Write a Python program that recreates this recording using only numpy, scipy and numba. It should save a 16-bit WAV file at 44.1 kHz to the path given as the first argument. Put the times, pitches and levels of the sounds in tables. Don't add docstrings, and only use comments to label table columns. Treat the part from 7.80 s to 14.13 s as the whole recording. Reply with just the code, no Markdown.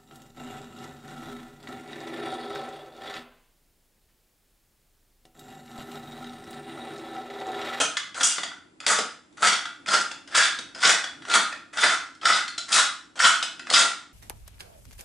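import sys
import numpy as np
from scipy import signal
from scipy.fft import rfft, irfft
from scipy.io import wavfile
from scipy.ndimage import uniform_filter1d
from numba import njit

SR = 44100
rng = np.random.default_rng(int(sys.argv[2]) if len(sys.argv) > 2 else 0)


def magnitude_from_level(level_db):
    exponent = np.asarray(level_db, float) / 20
    return 10 ** exponent


def wrap_up_sound(samples):
    columns = np.atleast_2d(samples).T
    tamed = np.clip(columns, -1, 1)
    steps = np.round(tamed * 32767).astype(np.int16)
    wavfile.write(sys.argv[1], SR, steps)


N = 279153

# pitch_hz, level_db (per Hz)
HUM = [(15, -53.5), (25, -15), (60, -5.5), (220, -3), (296, 6.5), (456, -12.5), (668, -11.5), (1430, -20.5),
       (2200, -23), (3500, -25), (6000, -28), (7500, -27.5), (11000, -31), (14300, -76), (22000, -120)]
# pitch_hz, side_minus_mid_db
HUM_SIDE = [(60, -15.5), (200, -13), (600, 1.5), (2000, 5), (6000, -4), (10000, -7)]
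HUM_DB, WHINE_HZ, WHINE_DB = -57, 7420, -80

# start_s, rise_s, hold_s, fall_s, peak_db
STROKES = [(0.0, .003, 0.0089, 0.045, -13), (0.387, 0.027, 0.0055, 0.013, -21),
           (0.434, 0.011, 0.014, .07, -31), (1.062, 0.03, 0.034, 0.097, -21),
           (1.621, 0.012, 0.039, 0.096, -17), (2.082, 0.056, 0.0071, 0.081, -15),
           (2.546, 0.025, 0.067, 0.049, -16), (3.001, 0.046, 0.058, 0.048, -16.5),
           (3.481, 0.07, 0.013, 0.069, -15.5), (3.97, 0.059, 0.05, 0.072, -14),
           (4.454, 0.042, 0.021, 0.097, -13), (4.919, 0.023, 0.05, .065, -18),
           (5.39, 0.06, 0.027, 0.09, -16), (5.921, .045, 0.033, .06, -19.5)]
# bite_below_peak_db, stop_below_peak_db, thump_db, brightness_db, extra_grit_db
CRUSHES = [(3, 18.5, -7, 0.5, 1.5), (22, 20, -7.5, 0, 1.5), (3, 8.5, -8, 7.5, 9.5), (6, 17.5, -6.5, 0.5, 5),
           (6, 14.5, -11, -1, 2), (19, 20, -9, -2, 1), (4.07, 13.5, -18, 1.5, -2),
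           (17, 13.5, -8.5, 1.5, 0.5), (17, 21, -8.5, -2.5, 2), (19.5, 12, -15.5, -2, -1.5),
           (6, 20.5, -16, -1.5, 0.5), (6, 12.5, -14.5, 5.5, -2), (10.1, 17, -14.5, 2, 0.5),
           (4, 8.5, -9, 4.5, -1)]
# body_hz, burr_hz
GRIPS = [(1420, 2800), (1360, 4200), (1326, 2800), (1313, 3540), (1346, 3620), (1413, 3350), (1630, 3470),
         (1464, 3550), (1293, 4100), (1510, 3560), (1296, 3670), (1387, 3900), (1464, 3000), (1346, 3700)]
# start_s, length_s, creep_db, bite_db
SLACKS = [(0.347, .039, -37.5, -27), (1.002, 0.049, -51, -42), (1.569, 0.069, -43, -29),
          (2.069, 0.026, -34.5, -30), (2.48, 0.069, -47, -24), (2.942, 0.055, -46, -39),
          (3.418, 0.07, -54, -37), (3.927, 0.05, -39.5, -29.5), (4.417, 0.035, -38, -23),
          (4.882, 0.038, -36.5, -24.5), (5.355, 0.03, -38, -35), (5.862, 0.052, -47.5, -15)]
# start_s, peak_db, brightness_db, pitch_hz, thump_db
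SNAPS = [(.1682, -7, -0.5, 3390, -38), (.5806, -15.5, 0.5, 3510, -1.5), (.6322, -15, 2, 3470, -11),
         (.7138, -21.5, -22, 3350, -22), (1.1859, -15, 6, 5100, 5.5), (1.8537, -16.5, -2.5, 3390, -13.5),
         (2.3124, -25, 5.5, 2720, -4), (2.7866, -23.5, 6.5, 3780, 0), (3.2397, -15.5, 0, 3410, -10),
         (3.724, -16, -5.5, 2540, -12.5), (4.6784, -23, 5.5, 4280, -31), (4.779, -20.5, 7, 4050, -6.5),
         (5.6256, -14, 7, 3780, -13), (5.634, -16.5, 0, 2920, -14)]
# start_s, peak_db, brightness_db, pitch_hz
BITES = [(0.4312, -22, 17, 5630), (1.064, -6.5, 2, 4780), (1.6703, -9.5, -1, 2880), (2.5493, -13, -2, 3660),
         (3.0335, -6, -3, 5100), (3.4984, -18, 3, 3530), (3.5384, -5, 2.5, 3395), (4.597, -18, -8, 3560),
         (.407, -10, -5, 3410), (2.141, -13, -2, 3370), (4.4536, -2, -2.5, 3650), (4.9263, -10.5, 3, 4900),
         (5.4008, -2.5, -49, 3610), (5.9004, -17, 7.5, 4370), (5.926, -10, -1, 4530)]
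# start_s, peak_db, brightness_db, pitch_hz
TICKS = [(0.344, -28, 1.5, 3280), (.56, -25, -4, 2070), (1.002, -33.5, 7, 2460), (1.526, -63, 12, 3710),
         (2.06, -24.5, -0.5, 2430), (2.475, -32, 1, 2980), (2.9479, -30, 4, 5000), (3.421, -31, -3.5, 3300),
         (3.4507, -26.5, -4, 2920), (3.937, -30.5, -2, 3460), (4.35, -50, 9, 5300),
         (4.4133, -30, -1.5, 3260), (5.3587, -36, -12, 3380), (5.794, -26, 0.5, 2620),
         (5.8686, -23, -4, 2560)]
EDGES_HZ = (1000, 2300, 6000)
# pitch_hz, level_db (per Hz)
CRACK = [(40, -45), (100, -37.5), (200, -18), (400, -16), (700, -8.5), (1100, -17.5), (1400, 1.5),
         (2500, -12), (3500, -4), (5000, -14), (7700, -12), (11000, -28), (14000, -88.5), (22000, -100)]
# pitch_hz, width_hz, level_db
RINGS = [(1364, 155, -1.5), (1970, 196, -7), (2540, 43, -6.5), (2907, 97, -14), (3390, 100, -4.5),
         (4392, 55, -7.5), (4690, 65, -8), (4850, 140, -3.5), (5536, 84, -4), (6110, 55, -8.5),
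         (7100, 90, -31), (7800, 150, -21), (8895, 92, -8.5), (9840, 170, -17.5)]
BURR_DB, GRIT_DB, GRIT_PER_BURR = -2, -5.5, 1.36
DULLING_DB, FALL_BEND, SLACK_BEND = -1.5, 0.6, 2.7
SLACK_BRIGHT_DB, SLACK_THUMP_DB = -1.5, -4.5
SNAP_BURR_DB, SNAP_GRIT_DB, BITE_THUMP_DB, TICK_THUMP_DB = -2, -10, -33, -18.5
SNAP_MS, BITE_MS, TICK_MS = (1.96, 4.46), (0.93, 3.7), (0.6, 3.96)  # rise_ms, fade_ms

# pitch_hz, t60_s
WALLS = [(150, 0.53), (500, 0.37), (1400, 0.44), (3700, 0.42), (9700, 0.34)]
# pitch_hz, side_minus_mid_db
WALLS_SIDE = [(150, -12.5), (600, -10), (2000, -10.5), (6000, -9), (10000, -7.5)]
# pitch_hz, level_db, t60_s
SHAFT = [(3470, -9, 0.3), (3910, -13, 0.2), (4105, -7, 0.16), (4720, -10, 0.2), (5440, -13, 0.22),
         (7000, -15, 0.2), (7590, -18, 0.25)]
# start_s, level_db
SHAFT_KNOCKS = [
    (4.682, -46),
    (4.779, -27),
]
TOP_HZ = 10970


def on_log_hz(table, hz):
    points, values = np.transpose(table)
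    return np.interp(np.log(hz + 1), np.log(points), values)


def unit(x):
    return x / np.sqrt(np.mean(x ** 2))


def walk(rate):
    k = int(SR / rate)
    held = np.repeat(rng.standard_normal(N // k + 1), k)
    return unit(uniform_filter1d(held, k)[:N])


@njit
def ring(x, hz, width):
    y, z, p, r = np.empty(len(x)), 0j, 0j, np.exp(-np.pi * width / SR)
    for i in range(len(x)):
        if i % 32 == 0:
            p = r * np.exp(2j * np.pi * hz[i] / SR)
        z = z * p + x[i] + 1e-18
        y[i] = z.imag
    return y * np.sqrt(2 * (1 - r * r))


def hum():
    hz = np.fft.rfftfreq(N, 1 / SR)
    noise = rfft(rng.standard_normal((2, N))) * magnitude_from_level(on_log_hz(HUM, hz))
    noise[1] *= magnitude_from_level(on_log_hz(HUM_SIDE, hz))
    mid, side = irfft(noise, N)
    swell = magnitude_from_level(HUM_DB + 2.0 * walk(6.6))
    return swell * np.array([mid + side, mid - side]) / np.std(mid)


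def whine():
    line = ring(rng.standard_normal(N), np.full(N, 1. * WHINE_HZ), 30.)
    return magnitude_from_level(WHINE_DB + 3.0 * walk(3)) * line


def swarm(per_s, spread_db):
    when, sign, size = rng.random((3, N))
    sizes = magnitude_from_level(-spread_db * np.log(size + 0.027))
    return unit((when < per_s / SR) * np.sign(sign - .5) * sizes)


def efforts():
    for (s, *lengths, peak), (bite, stop, thump, bright, grit) in zip(STROKES, CRUSHES):
        up, hold, down = (np.linspace(0, 1, max(int(d * SR), 1)) for d in lengths)
        db = peak - np.r_[bite * (1 - up), 0 * hold, stop * down ** FALL_BEND]
        yield s, db, bright, grit + DULLING_DB * np.r_[0 * up, 0 * hold, down], thump
    for s, length, creep, bite in SLACKS:
        db = creep + (bite - creep) * np.linspace(0, 1, int(length * SR)) ** SLACK_BEND
        yield s, db, SLACK_BRIGHT_DB, 0, SLACK_THUMP_DB


def crushing(cracks, direct_db):
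    drive = np.zeros((4, N))
    for s, db, bright, extra_grit, thump in efforts():
        span = slice(int(s * SR), int(s * SR) + len(db))
        onset = np.minimum(np.arange(len(db)) / SR / 0.0013, 1)
        grit = GRIT_DB + GRIT_PER_BURR * bright + extra_grit
        for k, rel in enumerate((thump, 0, BURR_DB + bright, grit)):
            drive[k, span] += magnitude_from_level(db + rel + direct_db) * onset * cracks[span]
    return drive


def lone_corns(snap_db):
    snaps, notes = np.zeros((4, N)), np.zeros(N)
    t = np.arange(2000) / SR
    corns = [(*row, SNAP_MS) for row in SNAPS]
    corns += [(*row, BITE_THUMP_DB, BITE_MS) for row in BITES]
    corns += [(*row, TICK_THUMP_DB, TICK_MS) for row in TICKS]
    for s, body, bright, hz, thump, (rise_ms, fade_ms) in corns:
        splinter = np.sign(rng.standard_normal(2000))
        rise = 1 - np.exp(-t * 1000 / rise_ms)
        fade = np.exp(-t * 1000 / fade_ms)
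        span = slice(int(s * SR), int(s * SR) + 2000)
        burr = SNAP_BURR_DB + bright
        grit = SNAP_GRIT_DB + GRIT_PER_BURR * bright
        levels = magnitude_from_level(body + snap_db + np.array([[thump], [0], [burr], [grit]]))
        snaps[:, span] += levels * splinter * rise * fade
        notes[span] += magnitude_from_level(body + burr + snap_db + 4.5) * np.sin(2 * np.pi * hz * t) * rise * fade ** 2
    return snaps, notes


def causal(db):
    cepstrum = irfft(db * np.log(10) / 20)
    cepstrum[1:512] *= 2
    cepstrum[513:] = 0
    return irfft(np.exp(rfft(cepstrum)))


def bare_click(low_hz, high_hz):
    hz = np.arange(513) * SR / 1024
    below = np.log2((low_hz + 1) / (hz + 1))
    above = np.log2((hz + 1) / (high_hz + 1))
    skirt_db = -40 * np.maximum(0, np.maximum(below, above))
    click = causal(np.maximum(on_log_hz(CRACK, hz) + skirt_db, -90))
    return click / np.linalg.norm(click)


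def mill():
    cracks = swarm(3000, spread_db=3.5) * magnitude_from_level(1.95 * walk(120))
    drive = crushing(cracks, direct_db=-4)
    snaps, rings = lone_corns(snap_db=-4.5)
    edges = (0, *EDGES_HZ, SR)
    clicks_db, modes_db = (-4.5, -8, -5.5, -1.74), (0, -5, -6, -12.5)
    clicks = np.zeros(N)
    for k in range(4):
        drive[k] *= magnitude_from_level(2.44 * walk(45))
        click = magnitude_from_level(clicks_db[k]) * bare_click(edges[k], edges[k + 1])
        clicks += signal.oaconvolve(drive[k] + magnitude_from_level(2.0) * snaps[k], click)[:N]
        modes = [m for m in RINGS if edges[k] <= m[0] < edges[k + 1]]
        power = sum(magnitude_from_level(db) ** 2 * w for f, w, db in modes)
        scale = magnitude_from_level(modes_db[k]) / np.sqrt(1e-9 + power)
        for f, w, db in modes:
            strike = drive[k] * magnitude_from_level(3.22 * walk(25)) + magnitude_from_level(0.5) * snaps[k]
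            strike = strike * rng.standard_normal(N)
            rings += scale * magnitude_from_level(db) * np.sqrt(w) * ring(strike, f * (1 + 0.023 * walk(7)), 1. * w)
    peaks_s = [row[0] + row[1] for row in STROKES]
    for k, (grip_hz, db) in enumerate(zip(np.transpose(GRIPS), (-4.5, -8.5)), start=1):
        strike = (drive[k] + magnitude_from_level(-7.5) * snaps[k]) * rng.standard_normal(N)
        rings += magnitude_from_level(db) * ring(strike, np.interp(np.arange(N) / SR, peaks_s, grip_hz), 120.)
    out = clicks + signal.sosfilt(signal.butter(3, 700, "high", fs=SR, output="sos"), rings)
    return signal.lfilter(*signal.butter(1, 70, "high", fs=SR), out)


def kitchen(x, wet_db, gap_ms, sway_s):
    t = np.arange(SR * 3 // 4) / SR
    hz = np.fft.rfftfreq(len(t), 1 / SR)
    noise = rfft(rng.standard_normal((3, 2, len(t))))
    noise[:, 1] *= magnitude_from_level(on_log_hz(WALLS_SIDE, hz))
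    echo = 0
    for k, (_, t60) in enumerate(WALLS):
        share = on_log_hz([(f, j == k) for j, (f, _) in enumerate(WALLS)], hz)
        echo = echo + irfft(noise * share, len(t)) * magnitude_from_level(-60 * t / t60)
    echo = echo * np.clip(t * 1000 / gap_ms - 1, 0, 1)
    echo = echo * magnitude_from_level(wet_db) / np.linalg.norm(echo[0, 0])
    phase = np.arange(N) / SR / sway_s + np.arange(3)[:, None] / 3
    turns = np.sqrt(2 / 3) * np.cos(2 * np.pi * phase)
    mid, side = signal.fftconvolve((x * turns)[:, None], echo, axes=2).sum(axis=0)[:, :N]
    return np.array([mid + side, mid - side])


def shaft():
    t, out = np.arange(8000) / SR, np.zeros(N)
    tone = sum(magnitude_from_level(db - 60 * t / min(t60, .15)) * np.sin(2 * np.pi * hz * t) for hz, db, t60 in SHAFT)
    for s, db in SHAFT_KNOCKS:
        out[int(s * SR):int(s * SR) + 8000] += magnitude_from_level(db) * tone
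    return out


def scene():
    dry = mill() + shaft()
    direct = dry * magnitude_from_level(np.array([[.45], [-.45]]))
    return direct + kitchen(dry, wet_db=-0.5, gap_ms=1.34, sway_s=2.609) + hum() + whine()


def low_pass(x):
    return signal.sosfilt(signal.butter(12, 11210, fs=SR, output="sos"), x)


def record(dry):
    rounded = np.tanh(1.668 * dry) / 1.774
    soft = signal.lfilter(*signal.butter(1, 60, "high", fs=SR), rounded)
    cut = signal.sosfilt(signal.ellip(10, .3, 60, TOP_HZ, fs=SR, output="sos"), soft)
    return low_pass(cut)


dry = scene()
out = record(dry)
wrap_up_sound(out)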